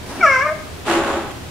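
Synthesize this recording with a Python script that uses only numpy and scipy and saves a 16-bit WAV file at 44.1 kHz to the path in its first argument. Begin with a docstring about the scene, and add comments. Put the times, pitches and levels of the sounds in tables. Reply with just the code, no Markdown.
"""Low rumble and soft hiss run throughout in a small, hard-walled room. At 0.06 s a faint rustle starts.
At 0.2 s a cat meows once, close by: vocal-fold harmonics glide through the throat's resonances,
and the pitch dips, then rises as the mouth closes. At 0.85 s something hollow and wooden, perhaps
a sliding door, is shoved: friction rings the panel, track bumps make it boom, and it stops by 1.3 s."""
import sys
import numpy as np
from scipy import signal
from scipy.fft import rfft, irfft, next_fast_len
from scipy.io import wavfile
from scipy.ndimage import uniform_filter1d, minimum_filter1d, map_coordinates

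SR = 44100
rng = np.random.default_rng(int(sys.argv[2]) if len(sys.argv) > 2 else 0)


def inscribe(sig):
    """Save sig as 16-bit PCM at rate SR to the path in sys.argv[1].

    A 1-D sig is mono; a 2-D sig holds one channel per row.
    Samples are clipped to [-1, 1] before scaling.
    """
    pcm = np.round(np.clip(np.atleast_2d(sig).T, -1, 1) * 32767)
    wavfile.write(sys.argv[1], SR, pcm.astype(np.int16))


N = 66150
T = np.arange(N) / SR

# Rumble and hiss. Each row: frequency in Hz, relative density in dB.
FLOOR_SPECTRUM = [(20, -9), (45, -8.5), (82, 3.5), (120, -2), (180, -5), (416, -8), (650, -10.5),
                  (1100, -14.5), (1580, -16.5), (2900, -19), (5000, -23), (9400, -28.5), (15500, -36)]
# Each row: frequency in Hz, left-right correlation.
FLOOR_CORRELATION = [(25, .6), (80, 0.88), (180, .4), (550, 0.33), (1650, 0.12), (5000, .1)]

# Each row: time in seconds, level in dB, treble gain in dB.
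RUSTLE_ENVELOPE = [(.06, -37, 2), (.085, -34, 4.5), (.125, -32.5, 0), (.16, -32, 2), (.195, -27, -7),
                   (.25, -32.5, -13), (.33, -48, -8)]
# Each row: frequency in Hz, relative density in dB.
RUSTLE_SPECTRUM = [(150, -28), (240, -3.5), (380, -6.5), (500, -12), (900, -12.5), (2000, -20), (3800, -27),
                   (5800, -24.5), (7000, -33), (9500, -28), (12500, -42), (15000, -50)]
# Rustle and slide. Each row: frequency in Hz, left-right correlation.
FRICTION_CORRELATION = [(60, 0.77), (130, 1), (290, 0.94), (640, 0.98), (1410, 0.9), (3100, 0.25),
                        (6820, -0.5), (15000, 0.41)]

# Vocal folds. Each row: time in seconds, pitch in Hz.
MEOW_PITCH = [(.21, 774), (.23, 709), (.25, 637), (.266, 571), (.295, 546.5), (.35, 519.3), (.385, 518.5),
              (.408, 535.7), (.424, 564.2), (.46, 605), (.53, 623.5)]
# Each row: time in seconds, source level in dB, mouth opening as tilt in dB per octave to harmonic 4.
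MEOW_ENVELOPE = [(.205, -54, 5), (.214, -28, -0.5), (.223, -33, -2), (.233, -23, -0.5), (.255, -20.5, -1.5),
                 (.266, -25, 1), (.29, -22, -3), (.31, -27, 0.5), (.36, -28.5, 1.5), (.38, -28.5, -1.5),
                 (.398, -28.5, 0.5), (.411, -32.5, 1), (.423, -28.5, 0), (.434, -23, -7), (.45, -28.5, -5),
                 (.475, -29.5, -3), (.5, -26, -6), (.523, -24.5, -31), (.543, -50, -15)]
# Throat and mouth. Each row: frequency in Hz, gain in dB.
THROAT_RESPONSE = [(500, -3.5), (640, 1.5), (800, 1.5), (1040, 4.5), (1150, 2.5), (1300, 7), (1420, 7.5),
                   (1530, 5), (1680, 3), (1880, -7), (2100, 3.5), (2300, 4.5), (2520, -10.5), (2780, -14),
                   (3150, -23), (4100, -37), (4700, -23), (5100, -23), (5600, -13), (6500, -35),
                   (7400, -24.5), (8600, -42), (10000, -36), (14000, -53)]
# Room colouring of the meow: the band that stands out as the pitch glides.
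# Each row: time in seconds, centre in Hz.
ROOM_EMPHASIS_PATH = [(.212, 2300), (.22, 2210), (.229, 1410), (.258, 1280), (.273, 1740), (.29, 1710),
                      (.302, 2140), (.325, 1950), (.355, 1300), (.38, 1040), (.402, 1200), (.416, 1780),
                      (.428, 1690), (.44, 1180), (.462, 1170), (.48, 1880), (.505, 1760), (.525, 700)]
# Period doubling. Each row: time in seconds, gain of the half harmonics in dB.
VOICE_CRACK = [(.44, -37), (.468, -8), (.5, -10), (.525, -44)]
# Air in the throat. Each row: frequency in Hz, relative density in dB.
BREATH_SPECTRUM = [(400, -37), (1200, 2.5), (2300, 4), (3200, -19), (4600, -12), (5700, -10), (6600, -13.5),
                   (7500, -21), (9000, -21), (15000, -33)]
# Each row: frequency in Hz, left minus right in dB.
MEOW_PAN = [(600, 1.3), (1100, 0.5), (1400, 2), (1700, 3.5), (2200, 4), (4500, 3.5)]

# Reverberation. Each row: frequency in Hz, T60 in seconds.
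ROOM_DECAY = [(200, 0.76), (600, 0.39), (1200, 0.51), (2000, 0.6), (6000, 0.4), (14000, 0.14)]
# Reverberation and breath. Each row: frequency in Hz, left-right correlation.
ROOM_CORRELATION = [(200, 0.92), (600, 1), (1400, 0.43), (3000, 0.19), (7000, 0)]

# Each row: time in seconds, friction level in dB, treble gain in dB.
SHOVE_ENVELOPE = [(.845, -47, 8), (.868, -26, 8.5), (.885, -21, 8), (.92, -20, 7), (.98, -20.5, 2.5),
                  (1.02, -24, -3.5), (1.07, -23, 2), (1.15, -23.5, -1), (1.21, -31.5, 2),
                  (1.275, -30.5, -19), (1.32, -41, 17)]
# Each row: frequency in Hz, relative density in dB.
SCRAPE_SPECTRUM = [(100, -23.5), (170, -29), (250, -12.5), (337, -5.5), (477, -19.5), (567, -15),
                   (742, -13), (883, -16.5), (1230, -15.5), (1700, -20.5), (2230, -24.5), (3340, -27.5),
                   (5300, -39), (7300, -37), (10500, -43.5), (12500, -52), (15500, -68)]
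# Wood resonances. Each row: centre in Hz, width in Hz, relative gain in dB.
PANEL_MODES = [(280, 8.9, -6.5), (403.5, 16, 4), (559.6, 14, -0.5), (622, 25, -4), (756, 47, -8.5),
               (820, 5.4, 0), (998, 79, -8.5), (1143, 27, -9)]
# Each row: start in seconds, level in dB.
TRACK_BUMPS = [(.868, -15), (0.94, -11.5), (1.045, -23.5), (1.148, -21)]

EMPHASIS_DB, EMPHASIS_WIDTH_OCT = 7, 0.22
JITTER_RATIO, SHIMMER_DB, BREATH_DB = 0.007, 2, -6.5
MEOW_WET_DB, SLIDE_WET_DB = -8.5, -6
GRAIN_DB, SCRAPE_TREBLE_HZ = 2, 2400
PANEL_DB, PANEL_DAMPING_HZ = -3.5, 4000
TRACK_RING_HZ, TRACK_RING_DB = 7160, -24
BOOM_HZ, BOOM_RISE_S, BOOM_T60_S = 338, 0.033, 0.2


def amp(db):
    """Decibels to gain."""
    return 10 ** (np.asarray(db) / 20)


def at_hz(rows, hz):
    """Table value on a log frequency axis."""
    knots_hz, values = np.transpose(rows)
    return np.interp(np.log(hz + 1), np.log(knots_hz + 1), values)


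def curves(rows):
    """One value per sample for each column after the time."""
    times_s, *columns = np.transpose(rows)
    return [np.interp(T, times_s, column) for column in columns]


def gate(rows):
    """Soft-edged gate over a table's time span."""
    return uniform_filter1d(1.0 * ((T > rows[0][0]) & (T < rows[-1][0])), size=200)


def wobble(rate_hz):
    """Smooth random curve."""
    return map_coordinates(rng.standard_normal(4096), [T * rate_hz], mode="wrap")


def filtered(x, response):
    """Applies the gain response(hz)."""
    size = next_fast_len(N + SR // 2)
    return irfft(rfft(x, size) * response(np.fft.rfftfreq(size, 1 / SR)), size)[..., :N]


def noise(response, correlation):
    """Shaped stereo noise, rms 1."""
    def mid_side_gains(hz):
        angle = np.arccos(np.clip(at_hz(correlation, hz), -1, 1)) / 2
        return response(hz) * np.array([np.cos(angle), np.sin(angle)])
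    mid, side = filtered(rng.standard_normal((2, N)), mid_side_gains)
    stereo = np.array([mid + side, mid - side])
    return stereo / np.sqrt(np.mean(stereo ** 2) + 1e-20)


def background(level_db=-33):
    """Steady room rumble and hiss."""
    return amp(level_db) * noise(lambda hz: amp(at_hz(FLOOR_SPECTRUM, hz)), FLOOR_CORRELATION)


def rustle(treble_hz=4000):
    """Soft brushing, bright then dull."""
    level_db, treble_db = curves(RUSTLE_ENVELOPE)
    brush = noise(lambda hz: amp(at_hz(RUSTLE_SPECTRUM, hz)), FRICTION_CORRELATION)
    treble = filtered(brush, lambda hz: hz ** 4 / (hz ** 4 + treble_hz ** 4))
    brush += (amp(treble_db) - 1) * treble
    return amp(level_db + 1.3 * wobble(68)) * gate(RUSTLE_ENVELOPE) * brush


def meow():
    """Vocal-fold harmonics shaped by the throat, air noise on each cycle, a crack near the end."""
    pitch_hz, = curves(MEOW_PITCH)
    level_db, mouth_db = curves(MEOW_ENVELOPE)
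    emphasis_hz, = curves(ROOM_EMPHASIS_PATH)
    crack_db, = curves(VOICE_CRACK)
    pitch_hz *= 1 + JITTER_RATIO * wobble(259.9)
    phase = 2 * np.pi * np.cumsum(pitch_hz) / SR
    tone = np.zeros(N)
    for k in range(1, 21):
        offset_oct = np.log2(k * pitch_hz / emphasis_hz)
        emphasis_db = EMPHASIS_DB * np.exp(-(offset_oct / EMPHASIS_WIDTH_OCT) ** 2)
        gain_db = at_hz(THROAT_RESPONSE, k * pitch_hz) + emphasis_db + mouth_db * np.log2(min(k, 4))
        tone += amp(gain_db + SHIMMER_DB * wobble(118.8)) * np.sin(k * phase)
    for k in (1.5, 2.5, 3.5):
        gain_db = at_hz(THROAT_RESPONSE, k * pitch_hz) + crack_db
        tone += gate(VOICE_CRACK) * amp(gain_db + SHIMMER_DB * wobble(111.1)) * np.sin(k * phase)
    breath = noise(lambda hz: amp(at_hz(BREATH_SPECTRUM, hz)), ROOM_CORRELATION)
    breath *= amp(BREATH_DB + 2 * mouth_db) * (1 + np.cos(phase))
    voice = amp(level_db) * gate(MEOW_ENVELOPE) * (np.sqrt(2) * tone + breath)
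    return filtered(voice, lambda hz: amp(at_hz(MEOW_PAN, hz) * np.array([[.5], [-.5]])))


def in_room(direct, wet_db, predelay_samples=180):
    """Direct sound plus wall reflections; each frequency decays at its own rate."""
    burst = noise(np.ones_like, ROOM_CORRELATION)[:, :SR * 2 // 3]
    hz, age_s, spectra = signal.stft(burst, SR, nperseg=256)
    decay = amp(-60 * age_s / at_hz(ROOM_DECAY, hz)[:, None])
    _, tail = signal.istft(spectra * decay, SR, nperseg=256)
    tail = np.pad(tail / np.linalg.norm(tail[0]), ((0, 0), (predelay_samples, 0)))
    return direct + amp(wet_db) * signal.fftconvolve(direct, tail, axes=1)[:, :N]


def panel_response(hz):
    """Wooden panel: summed resonances, damped treble."""
    modes = sum(amp(db) * 1j * hz * width_hz / (centre_hz ** 2 - hz ** 2 + 1j * hz * width_hz)
                for centre_hz, width_hz, db in PANEL_MODES)
    return modes / (1 + (hz / PANEL_DAMPING_HZ) ** 2)


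def slide():
    """Grainy friction rings the panel and, thinly, its metal track."""
    level_db, treble_db = curves(SHOVE_ENVELOPE)
    scrape = noise(lambda hz: amp(at_hz(SCRAPE_SPECTRUM, hz)), FRICTION_CORRELATION)
    scrape = filtered(scrape, lambda hz: 1 - 0.55 / (1 + ((hz - BOOM_HZ) / 50) ** 2))  # notch
    treble = filtered(scrape, lambda hz: hz ** 2 / (hz ** 2 + SCRAPE_TREBLE_HZ ** 2))
    scrape += (amp(treble_db) - 1) * treble
    scrape *= amp(GRAIN_DB * wobble(400))
    panel = amp(PANEL_DB) * noise(panel_response, FRICTION_CORRELATION)
    ring = noise(lambda hz: 1 / (1 + ((hz - TRACK_RING_HZ) / 40) ** 2), FRICTION_CORRELATION)
    return amp(level_db) * gate(SHOVE_ENVELOPE) * (scrape + panel + amp(TRACK_RING_DB) * ring)


def boom():
    """Bumps on the track swell the panel's hollow, wavering tone."""
    swell = np.zeros(N)
    for start_s, level_db in TRACK_BUMPS:
        age_s = np.maximum(T - start_s, 0)
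        decay_db = 60 * np.maximum(age_s - BOOM_RISE_S, 0) / BOOM_T60_S
        swell += amp(level_db - decay_db) * np.minimum(age_s / BOOM_RISE_S, 1)
    swell *= amp(2.1 * wobble(89.9))
    return swell * np.sin(2 * np.pi * BOOM_HZ * T + 0.084 * wobble(51.2))


def scene():
    """Stereo sum of all sources."""
    cat = in_room(meow(), MEOW_WET_DB)
    door = in_room(slide(), SLIDE_WET_DB) + boom()
    return cat + door + rustle() + background()


def record(dry, ceiling=1, hold_s=0.0039, cutoff_hz=15750):
    """Fast peak limiter, then brick-wall low-pass."""
    hold_samples = int(hold_s * SR)
    needed_gain = ceiling / np.maximum(np.abs(dry).max(axis=0), ceiling)
    gain = uniform_filter1d(minimum_filter1d(needed_gain, hold_samples), hold_samples)
    return filtered(dry * gain, lambda hz: hz < cutoff_hz)


dry = scene()
out = record(dry)
inscribe(out)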